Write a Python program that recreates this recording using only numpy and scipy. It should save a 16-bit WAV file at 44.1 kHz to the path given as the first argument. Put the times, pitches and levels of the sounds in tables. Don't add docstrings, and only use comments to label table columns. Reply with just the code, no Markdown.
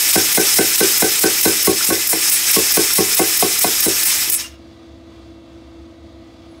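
import sys
import numpy as np
from scipy import signal
from scipy.fft import rfft, irfft, next_fast_len
from scipy.io import wavfile

SR = 44100
rng = np.random.default_rng(int(sys.argv[2]) if len(sys.argv) > 2 else 0)


def int16_out(signal):
    q = np.round(np.clip(np.atleast_2d(signal).T, -1, 1) * 32767)
    wavfile.write(sys.argv[1], SR, q.astype(np.int16))


N = 291060

# frequency in Hz, relative level in dB per Hz.
SHOP_COLOUR = [(30, -28), (54, -23), (68, 0), (110, -14.5), (160, -20), (230, -16), (300, -19), (430, -27),
               (660, -23.5), (850, -29.5), (1300, -29.5), (1700, -34.5), (2900, -36.5), (3600, -34),
               (5000, -39), (8000, -48), (11000, -55.5), (15800, -61.5)]
# centre in Hz, width in Hz, lift in dB.
SHOP_RINGS = [(2160, 120, 2.5), (3420, 200, 3.5), (3800, 200, 2), (4700, 250, 5), (6430, 79.5, 3.5)]
# mode in Hz, level in dB, t60 in seconds.
PUMP_MODES = [(83, -62.5, 0.27), (100.1, -52, .3), (474, -67, .3), (519, -47, 0.16), (559, -49, .12),
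              (648, -57, 0.32), (847, -70, .4), (964, -53.5, 0.11), (1005, -54.5, 0.24), (1160, -63.5, .35),
              (1240, -50, .1), (1445, -72.5, 0.23)]
# time into each turn in seconds, peak in dB, half width (to 1/e) in seconds.
CHUFFS = [(.0195, -44.5, .009), (.054, -49.5, .0045)]
# frequency in Hz, level in dB rms.
HUM_TONES = [(65.5, -55), (68, -57), (120, -56.5), (331.7, -43)]
# multiple, level in dB rms.
STROKE_ORDERS = [(13, -57), (14, -64), (15, -61), (16, -53), (17, -61), (18, -56), (19, -56), (21, -61)]
# frequency in Hz, level in dB rms.
WHINE_TONES = [(1976, -72), (2161, -75.5), (2252, -73.5), (2697, -72.5), (3129, -79.5), (3343, -76.5),
               (3424, -73), (3849, -73.5), (4188, -73)]
# time in seconds, gain in dB.
COMPRESSOR_LEVEL = [(3.9, -4), (4.4, -1), (5.2, 0)]
# centre in seconds, peak in dB, half width (to 1/e) in seconds.
RUSTLES = [(6.5, -75, .02), (6.525, -66, 0.021), (6.585, -67, 0.025)]
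# frequency in Hz, relative level in dB per Hz.
RUSTLE_COLOUR = [(9000, -32), (9900, -3), (10800, 0), (11500, -25), (13000, -50)]
# time in seconds, level in dB.
EXHAUST_LEVEL = [(0, -14.5), (1, -14.5), (1.5, -15), (1.9, -17.5), (2.5, -14.5), (3, -15), (3.3, -16),
                 (4.1, -15), (4.285, -19), (4.315, -21), (4.345, -17), (4.365, -28.5), (4.4, -21.5)]
# frequency in Hz, relative level in dB per Hz.
HISS_COLOUR = [(100, -7), (300, -7), (600, -12.5), (900, -7.5), (1300, -5.5), (2000, -2.5), (3000, -3),
               (4300, -4.5), (5200, -1.5), (6000, -2), (8700, -3), (10000, -3.5), (12000, -5),
               (13300, -8.5), (14800, -5), (15800, -8.5)]
# centre in Hz, width in Hz, lift in dB (negative is a dip).
PORT_RINGS = [(1760, 19, 9.5), (1995, 120, 4), (2377, 86, 6.5), (2623, 96, 10), (2700, 31, 8),
              (3800, 300, 3), (4325, 40, 5), (5050, 40, 6), (5130, 39.5, 11), (5380, 120, 2.5),
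              (5500, 38, 11), (5780, 40, 0.5), (5720, 47, 4.5), (6470, 270, 7), (7410, 51, 3.5),
              (7830, 72.3, 6), (8570, 170, 4.5), (9230, 170, 1.5), (10770, 150, 1), (11800, 100, 4.5),
              (12400, 220, 6.5), (1810, 81, -3.5), (2600, 60, -7.5), (2710, 30, -19.5), (4160, 90, -1.5),
              (5230, 65, 2.5), (6540, 100, -7), (9630, 100, -10.5), (13030, 93, -6)]
# time in seconds, level in dB.
WHEEZE_LEVEL = [(4.41, -71), (4.445, -34), (4.465, -37), (4.48, -56), (4.545, -49), (4.57, -57),
                (4.62, -85)]
# frequency in Hz, relative level in dB per Hz.
WHEEZE_COLOUR = [(900, -8.5), (1400, -6.5), (2000, -18.5), (2800, -5), (3600, -16.5), (6000, -30.5)]
# centre in Hz, width in Hz, lift in dB.
WHEEZE_RINGS = [(1300, 120, 8), (2150, 110, 8), (2800, 80, 15), (4800, 150, 5), (6200, 150, 6)]
# start in seconds, air pressure in dB.
VALVE_SHIFTS = [(0.11, -11.5), (0.326, -11.5), (0.54, -10.5), (0.757, -11.5), (0.977, -11), (1.192, -10.5),
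                (1.41, -10), (1.626, -11.5), (1.847, -11.5), (2.071, -9.5), (2.295, -8.5), (2.512, -9.5),
                (2.72, -10), (2.934, -9.5), (3.147, -10), (3.373, -11), (3.589, -10), (3.804, -10.5),
                (4.033, -10), (4.298, -8.5)]
# frequency in Hz, relative level in dB per Hz.
SPIT_COLOUR = [(3000, -39.5), (6000, -18.5), (9000, -10.5), (12000, -10.5), (15500, -6)]
# frequency in Hz, relative level in dB per Hz.
RUSH_COLOUR = [(2500, -7), (5000, -33), (8000, 7), (11000, 9), (15500, -38)]
STRUCK_SOUNDS = [(0.157, -5, -13.5, 1, 4.5, -16.5, -17.5, 3.5, -8.5, 3),
                 (0.376, -4.5, -13.5, -1, 1, -16, -21, 1.5, -9, 3),
                 (0.587, -4.5, -13.5, 0, 1.5, -13.5, -23.5, 1.5, -8, 3.5),
                 (0.806, -4, -14.5, -12, -0.5, -13, -16, -4.5, -11.5, 2.5),
                 (1.023, -5, -13.5, 0, 1, -18, -19.5, 4, -7.5, 1.5),
                 (1.237, -4, -12.5, -7.5, -0.5, -15.5, -16.5, 0, -11.5, 3),
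                 (1.455, -4, -15, -4.5, 3.5, -13, -15, -1, -8, -2.5),
                 (1.674, -4, -27, -7, 3.5, -15.5, -7, 4, -20, 10.5),
                 (1.883, -19.5, -29.5, -23.5, 13, -33, -21.5, -7, -10, -22.5),
                 (1.903, -6, -13.5, -9.5, -5, -19.5, -8, -6.5, -13, -3),
                 (2.131, -11.5, -25, 2, -4.5, -9, -14, -0.5, -14, -2),
                 (2.564, -6, -32.5, -7, 4, -18, -7.5, -7, -21, -8.5),
                 (2.772, -5.5, -18, -3.5, 1, -16, -12.5, -12, -16, 9),
                 (2.983, -4.5, -41, -11.5, 4, -15.5, -8, -1.5, -7, 5.5),
                 (3.195, -5, -17.5, 2, 1.5, -31, -9.5, 5, -14.5, -17),
                 (3.426, -8, -22.5, 4, 2, -22, -6.5, 1, -15, 6),
                 (3.645, -10, -16.5, 7.5, 1.5, -9, -8, 0, -14, 2.5),
                 (3.86, -6, -29, -13, 0, -15, -28, -6, -19.5, 2),
                 (4.27, -30.5, -28, -19, -3.5, -22, -27, 1, -10, 0)]
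# mode in Hz, level in dB, t60 in seconds.
KNOCK_MODES = [(570, -4, 0.0041), (727, -2.5, 0.04), (961, -12, 0.031), (2108, -10, 0.05),
               (2493, -15, 0.05)]
# mode in Hz, level in dB, t60 in seconds.
CLANK_MODES = [(1540, -2, .04), (2040, 0, .06), (2350, -6, .04), (3980, -2, .04), (4080, 0, .05)]
# mode in Hz, level in dB, t60 before damping in seconds.
BASE_MODES = [(194, -20, .15), (215, -12, .11), (270, -7.5, .07), (330, -5, .21), (386, -6, .2),
              (438, -8.5, .33), (480, -18, .14), (528, -23, .127), (608, -27, .14), (709, -18, .108),
              (761, -15, .2)]
# mode in Hz, level in dB, t60 before damping in seconds.
DIE_MODES = [(1498, -1.5, .28), (1522, -9, .12), (1547, 0, .3), (1578, -9, .1), (1680, -8, .1)]
# mode in Hz, level in dB, t60 before damping in seconds.
BAR_MODES = [(1100, 0, .085)]
# frequency in Hz, relative level in dB per Hz.
SHUDDER_COLOUR = [(70, -27), (130, -31), (220, -17), (400, -2), (700, -18), (1000, -21.5), (1500, -91.5)]
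# mode in Hz, level in dB, t60 in seconds.
FLOOR_MODES = [(68, -35, .25), (105.6, -20, 0.2), (156.5, -25, 0.3)]
# frequency in Hz, relative level in dB per Hz.
LIFT_COLOUR = [(500, -19), (900, -17.5), (1400, 19), (2200, -14), (4000, -37)]

ECHO_FIRST_S, ECHO_LAST_S = .002, .045
AIR_ECHO_DB, SHOP_ECHO_DB = -19, -12
SHOP_DB = -44
STROKE_HZ, FIRST_STROKE_S = 16.585, .012
RETURN_LAG_S, RETURN_DB = .039, -2.5
STROKE_SWELL_S, STROKE_START_DB = .01, -11
CHUFF_HZ = 670
BRIGHT_DB_PER_OCT = 1.54
SHUT_S, SHUT_DB_PER_S = 4.41, -200
SHUT_DULLS_PER_OCT = .3
SHUT_DULL_MAX_DB_PER_OCT = 14
DULL_LEAD_S, DULL_ABOVE_HZ = .05, 5000
CROSS_START_S, CROSS_RISE_S, CROSS_HOLD_S, CROSS_FALL_S, CROSS_DB = .003, .005, .008, .007, -5.5
LAND_START_S, LAND_RISE_S, LAND_HOLD_S, LAND_FALL_S = .002, .005, .009, .01
LAND_DB = -7.5
SPIT_RISE_S, SPIT_HOLD_S, SPIT_FALL_S, SPIT_DB = .0004, .001, .014, 3
FILL_START_S, FILL_RISE_S, FILL_FALL_S = .013, .013, .012
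BRIGHT_HOLD_S, BRIGHT_DB = .022, -2.5
RUSH_HOLD_S, RUSH_FALL_S, RUSH_DB = .04, .03, -8
BASE_LAG_S, DIES_LAG_S = .006, .004
LOW_MODES_HZ, EDGE_MODES_HZ = 300, 700
SHUDDER_DB, SHUDDER_T60_S = -9.5, .19
FLOOR_LAG_S, FLOOR_SOFT_S = .012, .0021
RING_SWELL_S, RING_START_DB = .02, -6
RING_HOLD_S, RING_CHOKE_S = .041, .035
LIFT_LAG_S, LIFT_DB = .13, -30
ROOM_T60_S, ROOM_DB, WALL_CUT_HZ = .33, -19.5, 3000
MIC_LOW_HZ, CUTOFF_HZ = 38.2, 15730
GAIN_KNEE_DB, GAIN_SLOPE_DB_PER_DB, GAIN_FOLLOW_S = -32, .032, .647


def from_db(db):
    return 10 ** (np.asarray(db) / 20)


def rms_one(x):
    return x / np.sqrt(np.mean(x ** 2) + 1e-20)


def one_pole(x, seconds):
    r = np.exp(-1 / (max(seconds, 1e-5) * SR))
    return signal.lfilter([1 - r], [1, -r], x)


def thin(x, hz):
    return signal.sosfilt(signal.butter(2, hz, "high", fs=SR, output="sos"), x)


def drift(rate_hz):
    tau_s = 1 / (32 * np.pi * rate_hz)
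    noise = rng.standard_normal(N // 16 + 4000)
    slow = one_pole(one_pole(noise, tau_s), tau_s)[3998:]
    return np.interp(np.arange(N) / 16, np.arange(len(slow)), rms_one(slow))


def coloured(spectrum, peaks=(), echo_db=-99):
    hz = np.arange(N // 2 + 1) * SR / N + 1
    table_hz, table_db = np.transpose(spectrum)
    level_db = np.interp(np.log(hz), np.log(table_hz), table_db, left=-70)
    for centre_hz, width_hz, lift_db in peaks:
        level_db += lift_db / (1 + (2 * (hz - centre_hz) / width_hz) ** 2)
    echoes = np.zeros(N)
    lags_s = rng.uniform(ECHO_FIRST_S, ECHO_LAST_S, size=10)
    echoes[(lags_s * SR).astype(int)] = from_db(echo_db)
    noise = rfft(rng.standard_normal(N))
    return rms_one(irfft(noise * from_db(level_db) * (1 + rfft(echoes)), N))


def gate(starts_s, heights, rise_s, hold_s, fall_s):
    t = np.arange(N) / SR
    corners_s = np.cumsum([0, rise_s, hold_s, fall_s])
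    return sum(h * np.interp(t - s, corners_s, [0, 1, 1, 0]) for s, h in zip(starts_s, heights))


def struck(times_s, strength_db, modes, scatter_db):
    at = np.clip(np.round(np.asarray(times_s) * SR).astype(int), 0, N - 1)
    chance = rng.standard_normal((len(at), len(modes)))
    out = np.zeros(N)
    for k, (hz, level_db, t60_s) in enumerate(modes):
        clicks = np.full(N, 1e-18)
        clicks[at] = from_db(strength_db + level_db + scatter_db * chance[:, k])
        r = from_db(-60 / (t60_s * SR))
        w = 2 * np.pi * hz / SR
        out += signal.lfilter([0, np.sin(w)], [1, -2 * r * np.cos(w), r * r], clicks)
    return out


def room(x):
    size = next_fast_len(N + SR)
    w = 2 * np.pi * np.arange(size // 2 + 1) / size
    dull = 1 / (1 + 1j * w * SR / (2 * np.pi * WALL_CUT_HZ))
    answer = 0
    for k, lag_s in enumerate(np.geomspace(.017, .047, num=9)):
        loop = from_db(-60 * lag_s / ROOM_T60_S) * dull * np.exp(-1j * w * round(lag_s * SR))
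        answer = answer + (-1) ** k * loop / (1 - loop)
    return irfft(rfft(x, size) * answer, size)[:N]


def shop_noise():
    t = np.arange(N) / SR
    turn = 1.5 * drift(.6)
    one = coloured(SHOP_COLOUR, SHOP_RINGS, SHOP_ECHO_DB)
    other = coloured(SHOP_COLOUR, SHOP_RINGS, SHOP_ECHO_DB)
    throb_db = .68 * np.sin(4 * np.pi * STROKE_HZ * t)
    level = from_db(SHOP_DB + throb_db + .5 * drift(4.3))
    return level * (np.cos(turn) * one + np.sin(turn) * other)


def motor_tones():
    t = np.arange(N) / SR
    out = np.zeros(N)
    for hz, db in HUM_TONES:
        out += from_db(db + 1.8 * drift(8.3)) * np.sqrt(2) * np.sin(2 * np.pi * hz * t)
    for k, db in STROKE_ORDERS:
        phase = 2 * np.pi * (k * STROKE_HZ * t + rng.random())
        out += from_db(db + .8 * drift(3.4)) * np.sqrt(2) * np.sin(phase)
    for hz, db in WHINE_TONES:
        phase = 2 * np.pi * hz * t + drift(4)
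        out += from_db(db + 3 * drift(1.5)) * np.sqrt(2) * np.sin(phase)
    return out


def chuffs():
    late_s = np.arange(N) / SR % (1 / STROKE_HZ)
    shape = sum(from_db(db) * np.exp(-((late_s - s) / width_s) ** 2) for s, db, width_s in CHUFFS)
    return from_db(.8 * drift(5)) * shape * np.sin(2 * np.pi * CHUFF_HZ * late_s)


def pump():
    t = np.arange(N) / SR
    strokes_s = np.arange(FIRST_STROKE_S, N / SR - RETURN_LAG_S, 1 / STROKE_HZ)
    out = struck(strokes_s, 0, PUMP_MODES, scatter_db=.7)
    back = struck(strokes_s + RETURN_LAG_S, RETURN_DB, PUMP_MODES, scatter_db=.7)
    rounded = one_pole(one_pole(thin(out + back, hz=69), .00008), .00008)
    since_s = (t - FIRST_STROKE_S) % (1 / STROKE_HZ)
    return rounded * from_db(STROKE_START_DB * np.clip(1 - since_s / STROKE_SWELL_S, 0, 1))


def compressor():
    level_db = np.interp(np.arange(N) / SR, *np.transpose(COMPRESSOR_LEVEL))
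    return from_db(level_db) * (pump() + chuffs() + motor_tones() + shop_noise())


def rustle():
    t = np.arange(N) / SR
    shape = sum(from_db(db) * np.exp(-((t - s) / width_s) ** 2) for s, db, width_s in RUSTLES)
    return shape * coloured(RUSTLE_COLOUR)


def crossing_db():
    s = np.transpose(VALVE_SHIFTS)[0]
    return CROSS_DB * gate(s + CROSS_START_S, np.ones(len(s)), CROSS_RISE_S, CROSS_HOLD_S, CROSS_FALL_S)


def landing_db():
    s, strength_db = np.transpose(STRUCK_SOUNDS)[:2]
    return LAND_DB * gate(s + LAND_START_S, from_db(strength_db), LAND_RISE_S, LAND_HOLD_S, LAND_FALL_S)


def exhaust():
    t = np.arange(N) / SR
    shut_db = SHUT_DB_PER_S * np.maximum(t - SHUT_S, 0)
    early_db = SHUT_DB_PER_S * np.maximum(t - SHUT_S + DULL_LEAD_S, 0)
    dull_db_per_oct = np.maximum(SHUT_DULLS_PER_OCT * early_db, -SHUT_DULL_MAX_DB_PER_OCT)
    spectrum = rfft(coloured(HISS_COLOUR, PORT_RINGS, AIR_ECHO_DB))
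    hz = np.arange(N // 2 + 1) * SR / N
    together_db = .9 * drift(11.43)
    edges_hz = np.geomspace(80, 17000, num=13)
    out = np.zeros(N)
    for low, high in zip(edges_hz, edges_hz[1:]):
        band = irfft(spectrum * ((hz >= low) & (hz < high)), N)
        tilt_db = BRIGHT_DB_PER_OCT * np.log2(low / 4000)
        dull_db = dull_db_per_oct * max(np.log2(high / DULL_ABOVE_HZ), 0)
        out += band * from_db(tilt_db + dull_db + together_db + drift(25))
    flow_db = np.interp(t, *np.transpose(EXHAUST_LEVEL))
    return out * from_db(flow_db + shut_db + crossing_db() + landing_db())


def wheeze():
    level_db = np.interp(np.arange(N) / SR, *np.transpose(WHEEZE_LEVEL))
    return from_db(level_db + 2.5 * drift(40)) * coloured(WHEEZE_COLOUR, WHEEZE_RINGS, SHOP_ECHO_DB)


def valve():
    s, db = np.transpose(VALVE_SHIFTS)
    fill_s = s + FILL_START_S
    spit = gate(s, from_db(db + SPIT_DB), SPIT_RISE_S, SPIT_HOLD_S, SPIT_FALL_S)
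    bright = gate(fill_s, from_db(db + BRIGHT_DB), FILL_RISE_S, BRIGHT_HOLD_S, FILL_FALL_S)
    rush = gate(fill_s, from_db(db + RUSH_DB), FILL_RISE_S, RUSH_HOLD_S, RUSH_FALL_S)
    bright_air = (spit + bright) * coloured(SPIT_COLOUR, PORT_RINGS, AIR_ECHO_DB)
    return bright_air + rush * from_db(landing_db()) * coloured(RUSH_COLOUR)


def base_plate(s, strength_db, weight_db, edge_db):
    out = np.zeros(N)
    for mode in BASE_MODES:
        extra_db = 0
        if mode[0] < LOW_MODES_HZ:
            extra_db = weight_db
        elif mode[0] > EDGE_MODES_HZ:
            extra_db = edge_db
        out += struck(s + BASE_LAG_S, strength_db + extra_db, [mode], scatter_db=1.2)
    return thin(thin(out, hz=149.2), hz=149.2)


def shudder(s, strength_db):
    shocks = np.full(N, 1e-18)
    shocks[np.round(s * SR).astype(int)] = from_db(strength_db + SHUDDER_DB)
    dying = signal.lfilter([1], [1, -from_db(-60 / (SHUDDER_T60_S * SR))], shocks)
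    return one_pole(dying, .0093) * coloured(SHUDDER_COLOUR)


def choke(s, damp_db):
    t = np.arange(N) / SR
    last = np.maximum(np.searchsorted(s, t) - 1, 0)
    since_s = t - s[last]
    swell_db = RING_START_DB * np.clip(1 - since_s / RING_SWELL_S, 0, 1)
    return from_db(swell_db + damp_db[last] * np.clip((since_s - RING_HOLD_S) / RING_CHOKE_S, 0, 1))


def struck_sounds():
    (s, strength_db, dies_db, sharp_db, weight_db,
     clank_db, bar_db, edge_db, damp_db, puff_db) = np.transpose(STRUCK_SOUNDS)
    knock = thin(struck(s, strength_db + sharp_db, KNOCK_MODES, scatter_db=3), hz=427)
    clank = struck(s, strength_db + clank_db, CLANK_MODES, scatter_db=1.5)
    base = one_pole(base_plate(s, strength_db, weight_db, edge_db), .0001)
    dies = struck(s + DIES_LAG_S, strength_db + dies_db, DIE_MODES, scatter_db=1.5)
    bar = struck(s, strength_db + bar_db, BAR_MODES, scatter_db=.8)
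    ring = (base + dies + bar) * choke(s, damp_db)
    slab = struck(s + FLOOR_LAG_S, strength_db + weight_db, FLOOR_MODES, scatter_db=1.5)
    floor = thin(one_pole(slab, FLOOR_SOFT_S), hz=60)
    puff = gate(s + LIFT_LAG_S, from_db(strength_db + LIFT_DB + puff_db), .003, .005, .008)
    lift = puff * coloured(LIFT_COLOUR)
    return one_pole(knock, .00008) + clank + ring + shudder(s, strength_db) + floor + lift


def scene():
    background = compressor() + rustle()
    air = exhaust() + wheeze() + valve()
    hits = struck_sounds()
    mono = background + air + hits + from_db(ROOM_DB) * room(hits)
    return np.array([mono, mono])


def record(dry):
    heard = thin(dry, MIC_LOW_HZ)
    run_in = np.concatenate([heard[0, :SR], heard[0]])
    level_db = 10 * np.log10(one_pole(run_in ** 2, GAIN_FOLLOW_S)[SR:] + 1e-12)
    cut_db = GAIN_SLOPE_DB_PER_DB * np.maximum(level_db - GAIN_KNEE_DB, 0)
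    rounded = np.tanh(heard * from_db(-cut_db))
    return signal.sosfilt(signal.ellip(14, .5, 75, CUTOFF_HZ, fs=SR, output="sos"), rounded)


dry = scene()
out = record(dry)
int16_out(out)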